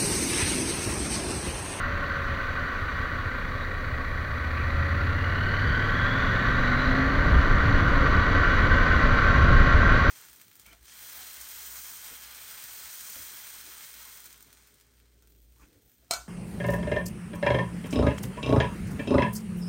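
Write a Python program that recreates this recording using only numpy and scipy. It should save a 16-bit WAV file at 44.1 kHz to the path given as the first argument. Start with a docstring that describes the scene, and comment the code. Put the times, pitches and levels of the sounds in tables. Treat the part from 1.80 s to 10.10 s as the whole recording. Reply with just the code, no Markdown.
"""On an asphalt road, a parallel-twin motorcycle rolls through a bend on a closed throttle, then pulls away
in the same gear. Uneven firing drives the exhaust and the airbox; valve gear and gear teeth clatter and whine
with engine speed. Air and tyre noise grow with pace, gusts thump the microphone and fittings rattle.
The ringing housing of the rider's camera colours drone, clatter, most gear tones, tyre roar and air rush."""
import sys
import numpy as np
from scipy import signal
from scipy.fft import rfft, irfft, next_fast_len
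from scipy.io import wavfile
from scipy.ndimage import uniform_filter1d

SR = 44100
rng = np.random.default_rng(int(sys.argv[2]) if len(sys.argv) > 2 else 0)


def generate_wav(sig):
    """Save sig (samples, or channels by samples) to the path in sys.argv[1] as 16-bit PCM at SR."""
    pcm = np.round(np.clip(np.atleast_2d(sig).T, -1, 1) * 32767).astype(np.int16)
    wavfile.write(sys.argv[1], SR, pcm)


N = 366030
TIME = np.arange(N) / SR


def from_db(db):
    """Decibels to gain."""
    return 10 ** (np.asarray(db) / 20)


def rms_one(x):
    """Scale to unit power."""
    return x / np.sqrt(np.mean(x ** 2) + 1e-20)


def evened(x, seconds):
    """Hold the running power at one."""
    return x / np.sqrt(uniform_filter1d(x ** 2, int(seconds * SR)) + 1e-12)


def in_time(rows):
    """The columns of a curve at every sample."""
    time_s, *columns = np.transpose(rows)
    return [np.interp(TIME, time_s, column) for column in columns]


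def swell(x, centre, width):
    """A Gaussian bell of height one."""
    return np.exp(-.5 * ((x - centre) / width) ** 2)


def bandpass(x, low_hz, high_hz):
    """Second-order Butterworth band-pass."""
    return signal.sosfilt(signal.butter(2, [low_hz, high_hz], "band", fs=SR, output="sos"), x)


def coloured(x, spectrum):
    """Shape a sound by a smooth spectrum, interpolated over log frequency."""
    size = next_fast_len(N)
    hz, db = np.transpose(spectrum)
    log_hz = np.log(np.arange(size // 2 + 1) * SR / size + 1e-3)
    gain = from_db(np.interp(log_hz, np.log(hz), db))
    return irfft(rfft(x, size) * gain, size)[:N]


def noise(spectrum):
    """Random noise with the given spectrum, unit power."""
    return rms_one(coloured(rng.standard_normal(N), spectrum))


def slow_noise(rate_hz):
    """Random wander below the given rate, spread one."""
    lowpass = signal.butter(2, rate_hz, fs=SR, output="sos")
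    # the first second, while the filter settles, is dropped
    return rms_one(signal.sosfilt(lowpass, rng.standard_normal(N + SR))[SR:])


def resonate(x, modes):
    """Parallel two-pole resonances with alternating signs."""
    out = 0
    for k, (hz, width_hz, db) in enumerate(modes):
        r = np.exp(-np.pi * width_hz / SR)
        poles = [1, -2 * r * np.cos(2 * np.pi * hz / SR), r * r]
        gain = (-1) ** k * from_db(db) * (1 - r * r) / 2
        out = out + gain * signal.lfilter([1, 0, -1], poles, x)
    return out


# camera housing resonances: (frequency [Hz], width [Hz], lift [dB])
HOUSING_MODES = [(259.7, 60, 7.5), (461, 42, 2), (569, 95, 5.5), (657, 38, -5), (684, 30, 3.5),
                 (824, 180, -4), (1087, 92, 2), (1150, 74, 5.5), (1292, 50, -2.5), (1385, 114, 6),
                 (1495, 64, 4), (1549.4, 122, 10), (1670, 64, -3), (1742, 94, 4.5), (1910, 138, 6.5),
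                 (2493, 70, 7), (2557, 220, -7), (2935, 150, 3.5), (3280, 73, -3.5), (3350, 57, 6.5),
                 (3670, 130, -1.5), (3894, 120, 5.5), (4420, 340, 3), (5190, 210, -9), (6010, 220, 11.5),
                 (6130, 110, -12.5), (6800, 760, 1.5)]


def housing(x):
    """The camera's shell and ports lift and hollow narrow bands; unit power."""
    sections = []
    for hz, width_hz, db in HOUSING_MODES:
        lift, damp = from_db(db / 2), np.pi * width_hz / SR
        turn = -2 * np.cos(2 * np.pi * hz / SR)
        zeros = [1 + damp * lift, turn, 1 - damp * lift]
        poles = [1 + damp / lift, turn, 1 - damp / lift]
        sections.append(np.array(zeros + poles) / poles[0])
    return rms_one(signal.sosfilt(sections, x))


SLOW_CYCLES_PER_S = 15  # engine speed in the bend, reference of every level law


def level(law, speed, throttle=0):
    """Level in dB from engine speed and, where the law has a third term, throttle."""
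    slow_db, db_per_doubling, *throttle_db = law
    return slow_db + db_per_doubling * np.log2(speed / SLOW_CYCLES_PER_S) + sum(throttle_db) * throttle


def strokes(cycles, angle, uneven):
    """One click each time the engine passes an angle of its cycle, of varying strength."""
    at = np.flatnonzero(np.diff(np.floor(cycles - angle)))
    clicks = np.zeros(N)
    clicks[at] = 1 + uneven * rng.standard_normal(len(at))
    return clicks


def firing(cycles, uneven, second_db):
    """The two cylinders fire 285 and 435 degrees apart, which favours the fifth and tenth orders."""
    first = strokes(cycles, 0, uneven)
    second = strokes(cycles, 285 / 720, uneven)
    return first + from_db(second_db) * second


def partials(cycles, orders, offsets, waver_db, waver_hz):
    """Tones locked to the engine cycle, each offset by some turns and wavering in strength; unit power."""
    out = 0
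    for (order, db), offset in zip(orders, offsets):
        gain = from_db(db + waver_db * slow_noise(waver_hz))
        out = out + gain * np.cos(2 * np.pi * (round(order) * cycles + offset))
    return rms_one(out)


# microphone self-noise: (frequency [Hz], relative density [dB])
HISS_SPECTRUM = [(2000, 0), (8000, 0), (11500, -1.5), (14000, 1), (15800, 3.5)]


def microphone_hiss(level_db=-60.8):
    """The microphone's own steady noise."""
    return from_db(level_db) * noise(HISS_SPECTRUM)


# tyre roar, air rush: (frequency [Hz], relative density [dB])
ROAR_SPECTRUM = [(40, 12), (100, 9.5), (170, 5.5), (300, 2), (480, 2), (700, 0.5), (1000, -4), (1600, -41),
                 (5000, -92.5)]
RUSH_SPECTRUM = [(100, -35.5), (500, -19), (850, -16.5), (1050, 1), (1400, 0), (1800, -6), (2300, -9),
                 (2900, -13), (4000, -19), (5200, -27.5), (6900, -36), (8200, -52), (9500, -83.5)]
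# their level laws: (level at slow speed [dB], rise per doubling of speed [dB])
ROAR_LAW = (-39.5, 11.63)
RUSH_LAW = (-35, 8.66)
# airflow departure from the level pace gives, also used for buffeting: (time [s], rush [dB], buffeting [dB])
EXPOSURE = [(0, -1, -1), (1.2, 0, -1.5), (1.9, -6.5, 2.5), (2.5, -8.5, 0.5), (3.5, -5.5, -0.5),
            (4.4, 1.5, -3.5), (5.3, -2.5, -2.5), (5.5, -1, 3.5), (6.4, 1, 1), (8.3, 0.5, .5)]


def air_and_tyres(speed):
    """Air streams past the rider and tyres roar on asphalt; eddies make the rush flutter."""
    exposure_db, _ = in_time(EXPOSURE)
    flutter_db = 0.84 * slow_noise(27)
    roar = from_db(level(ROAR_LAW, speed)) * housing(noise(ROAR_SPECTRUM))
    rush = from_db(level(RUSH_LAW, speed) + exposure_db + flutter_db) * housing(noise(RUSH_SPECTRUM))
    return roar + rush


# wind thump: (frequency [Hz], relative density [dB])
GUST_SPECTRUM = [(10, -18), (20, -12), (26.5, 6.5), (33, -7), (48, -7), (80, -6.5), (125, -14.5),
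                 (200, -22), (400, -40.5), (900, -92), (3000, -120)]
# level law: (level at slow speed [dB], rise per doubling of speed [dB])
BUFFET_LAW = (-35.5, 13.5)
# strong gusts: (time [s], Gaussian half length [s], lift [dB])
GUSTS = [(1.262, 0.061, 5.5), (2.15, 0.22, 2.5), (3.903, 0.044, 9.5), (4.75, 0.1, 2.5), (5.516, 0.052, 3),
         (5.853, .1, 1.5), (7.267, 0.028, 2), (7.73, 0.088, 5.5), (8.026, 0.1, 3.5)]


def buffeting(speed, lumpy_db=1.0):
    """Eddies thump directly on the microphone, harder with pace and in gusts."""
    _, exposure_db = in_time(EXPOSURE)
    gust_db = sum(db * swell(TIME, at_s, half_s) for at_s, half_s, db in GUSTS)
    lumps_db = lumpy_db * slow_noise(3.9)
    gain = from_db(level(BUFFET_LAW, speed) + exposure_db + gust_db + lumps_db)
    return gain * evened(noise(GUST_SPECTRUM), seconds=0.22)


# loose fittings: (time [s], level [dB], pitch [Hz], Gaussian half length [s])
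RATTLES = [(1.827, -47, 3830, .014), (2.798, -44, 2420, 0.029)]


def rattles(width_hz=450):
    """Short bright buzzes as the bike jolts: noise through a doubled resonance."""
    out = 0
    for at_s, db, hz, half_s in RATTLES:
        mode = [(hz, width_hz, 0)]
        buzz = rms_one(resonate(resonate(rng.standard_normal(N), mode), mode))
        out = out + from_db(db) * swell(TIME, at_s, half_s) * buzz
    return out


# level law: (level at slow speed, throttle shut [dB], change per doubling of speed [dB], full throttle adds [dB])
WHINE_LAW = (-47, -10.5, 3.9)
# speeds where the gears sing loudest: (engine speed [cycles/s], width [cycles/s], lift [dB])
GEAR_RESONANCES = [(19.35, 1.45, 5), (22.03, 1.3, 8.5), (25.5, 0.88, 10.5)]
# finer gear's brief whistle: (engine speed [cycles/s], width [cycles/s], level [dB])
FINE_GEAR = (19.1, 0.84, -51.5)


def gear_whine(cycles, speed, throttle, spread_hz=140, low_spread_hz=37, low_mesh_db=1.5):
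    """Meshing teeth sing far above the firing rate, smeared by backlash and the crank's surge."""
    fine_order, high_order, low_order = 232, 157, 83
    turn = 2 * np.pi * cycles

    def mesh(order, smear_hz):
        """A tone at one order, broadened by random amplitudes in quadrature."""
        return np.sin(order * turn) * slow_noise(smear_hz) + np.cos(order * turn) * slow_noise(smear_hz)

    lift_db = sum(db * swell(speed, at, width) for at, width, db in GEAR_RESONANCES)
    teeth = mesh(high_order, spread_hz) + from_db(low_mesh_db) * mesh(low_order, low_spread_hz)
    main = from_db(level(WHINE_LAW, speed, throttle) + lift_db) * housing(teeth)
    at, width, fine_db = FINE_GEAR
    fine = from_db(fine_db) * swell(speed, at, width) * mesh(fine_order, spread_hz)
    surge = from_db(3.4 * np.cos(2 * turn))  # twice per engine cycle
    return surge * (main + fine)


# thin tones: (order of the engine cycle, relative level [dB])
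DRIVE_TONES = [(17, 0), (18, -6), (34, 7), (37, -3.5), (43, 0.5), (49, -5), (51, -5), (59, -8), (66, 0),
               (74, 0), (76, -2), (78, -4), (83, -7.5)]
# engine casing radiation: (frequency [Hz], gain [dB])
CASING_SPECTRUM = [(200, -15), (470, -15.5), (560, -5.5), (650, -22), (900, -11.5), (1080, 0), (1550, 2),
                   (2000, -3), (2300, -2), (2700, -18), (6000, -59.5)]
# level law: (level at slow speed [dB], rise per doubling of speed [dB])
TONES_LAW = (-41.5, 8.2)


def drive_tones(cycles, speed):
    """Cam chain and gears sing thin gliding tones, swelling with speed and across casing resonances."""
    offsets = rng.random(len(DRIVE_TONES))
    tones = partials(cycles, DRIVE_TONES, offsets, waver_db=1.5, waver_hz=11.0)
    return from_db(level(TONES_LAW, speed)) * housing(coloured(tones, CASING_SPECTRUM))


# valve gear and pistons: (frequency [Hz], relative gain [dB])
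CLATTER_SPECTRUM = [(60, -21), (170, -17), (300, -27), (550, -9), (800, -9), (1200, -1.5), (1550, -5.5),
                    (1950, 2), (2300, -6), (2800, -16.5), (4400, -16.5), (5200, -27.5), (6800, -34.5),
                    (8200, -52), (9500, -94)]
# level law: (level at slow speed, throttle shut [dB], rise per doubling of speed [dB], full throttle adds [dB])
CLATTER_LAW = (-36.5, 4.3, 3.16)


def clatter(cycles, speed, throttle, count=24, knocks_db=-5.0):
    """Valves, chain and pistons knock at fixed angles, over a rasp; both throb with the engine."""
    angles = (np.arange(count) + rng.random(count)) / count
    knocks = evened(sum(strokes(cycles, angle, uneven=0.23) for angle in angles), seconds=0.33)
    turn = 2 * np.pi * cycles
    throb = from_db(1.5 * np.cos(2 * turn) + 1.2 * np.cos(3 * turn))
    rasp = rng.standard_normal(N)
    raw = throb * (rasp + from_db(knocks_db) * knocks)
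    return from_db(level(CLATTER_LAW, speed, throttle)) * housing(coloured(raw, CLATTER_SPECTRUM))


# first airbox resonance: (frequency [Hz], half width [Hz], throttle shut [dB], full throttle adds [dB])
HONK = (261.5, 21.5, -35.5, 7)


def airbox_honk(cycles, speed, throttle):
    """The tenth intake order swells to a clean note as it glides through the airbox resonance."""
    hz, half_width_hz, shut_db, open_db = HONK
    response = 1 / (1 + ((10 * speed - hz) / half_width_hz) ** 2)
    gain = from_db(shut_db + open_db * throttle + .5 * slow_noise(9))
    return gain * response * np.sqrt(2) * np.sin(2 * np.pi * 10 * cycles)


# exhaust partials: (order of the engine cycle, relative level [dB])
DRONE = [(3, -18), (4, -14), (5, 0), (6, -11), (7, -13), (8, -13), (9, -24), (12, -23), (13, -27),
         (15, -30), (18, -23), (23, -28)]
# exhaust pipe and airbox resonances: (frequency [Hz], width [Hz], level [dB])
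PIPE = [(82, 20.5, -3.5), (115, 34, -10)]
AIRBOX = [(259.5, 27, 1.5), (380, 130, -37), (558, 48, -16)]
# level laws: (level at slow speed, throttle shut [dB], change per doubling of speed [dB], full throttle adds [dB])
DRONE_LAW = (-42, -11.5, 19.4)
BURBLE_LAW = (-40, 0.95, -5)
INTAKE_LAW = (-53, 11.3, 4)


def exhaust_and_intake(cycles, speed, throttle):
    """Under load the silencer drones and the airbox growls; on a closed throttle uneven firings burble."""
    # once a cycle every other order opposes the fifth: the twin chugs
    offsets = [.5 * (order != 5) for order, _ in DRONE]
    drone = housing(partials(cycles, DRONE, offsets, waver_db=.5, waver_hz=9))
    puffs = bandpass(firing(cycles, uneven=1.6, second_db=-3.0), 58, 150)
    burble = evened(resonate(puffs, PIPE), seconds=.35)
    gulps = bandpass(firing(cycles, uneven=.1, second_db=-.5), 170, 800)
    growl = evened(resonate(gulps, AIRBOX), seconds=0.23)
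    return (from_db(level(DRONE_LAW, speed, throttle)) * drone
            + from_db(level(BURBLE_LAW, speed, throttle)) * burble
            + from_db(level(INTAKE_LAW, speed, throttle)) * growl)


# engine speed: (time [s], four-stroke cycles [1/s])
SPEED = [(0.0, 16.94), (1.1, 15.15), (2.6, 15.05), (3.25, 16.79), (4.3, 21.44), (5.42, 27.7), (5.95, 28.34),
         (6.55, 29.35), (7.0, 30.6), (7.6, 31.74), (8.3, 32.32)]
# rider eases the throttle shut, opens it wide, snaps it nearly shut, then gradually reopens it:
# (time [s], opening [0-1])
THROTTLE = [(0, 0.2), (.65, 0.02), (1.2, 0), (2.35, 0.07), (3.0, 0.87), (5.2, 0.97), (5.6, 0.06),
            (8.3, 0.56)]


def scene():
    """Hiss, airflow, rattles and engine in one channel; in one gear, pace follows engine speed."""
    speed, = in_time(SPEED)
    throttle = np.clip(in_time(THROTTLE)[0], 0, 1)
    # engine phase in cycles, with slight speed jitter
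    cycles = np.cumsum(speed * (1 + .0015 * slow_noise(7.27))) / SR
    background = microphone_hiss() + air_and_tyres(speed) + buffeting(speed) + rattles()
    engine = drive_tones(cycles, speed)
    for part in (gear_whine, clatter, airbox_honk, exhaust_and_intake):
        engine = engine + part(cycles, speed, throttle)
    return (background + engine)[None]


def record(dry, cutoff_hz=15800):
    """A steep elliptic low-pass cuts the top."""
    return signal.sosfilt(signal.ellip(12, .1, 90, cutoff_hz, fs=SR, output="sos"), dry)


dry = scene()
out = record(dry)
generate_wav(out)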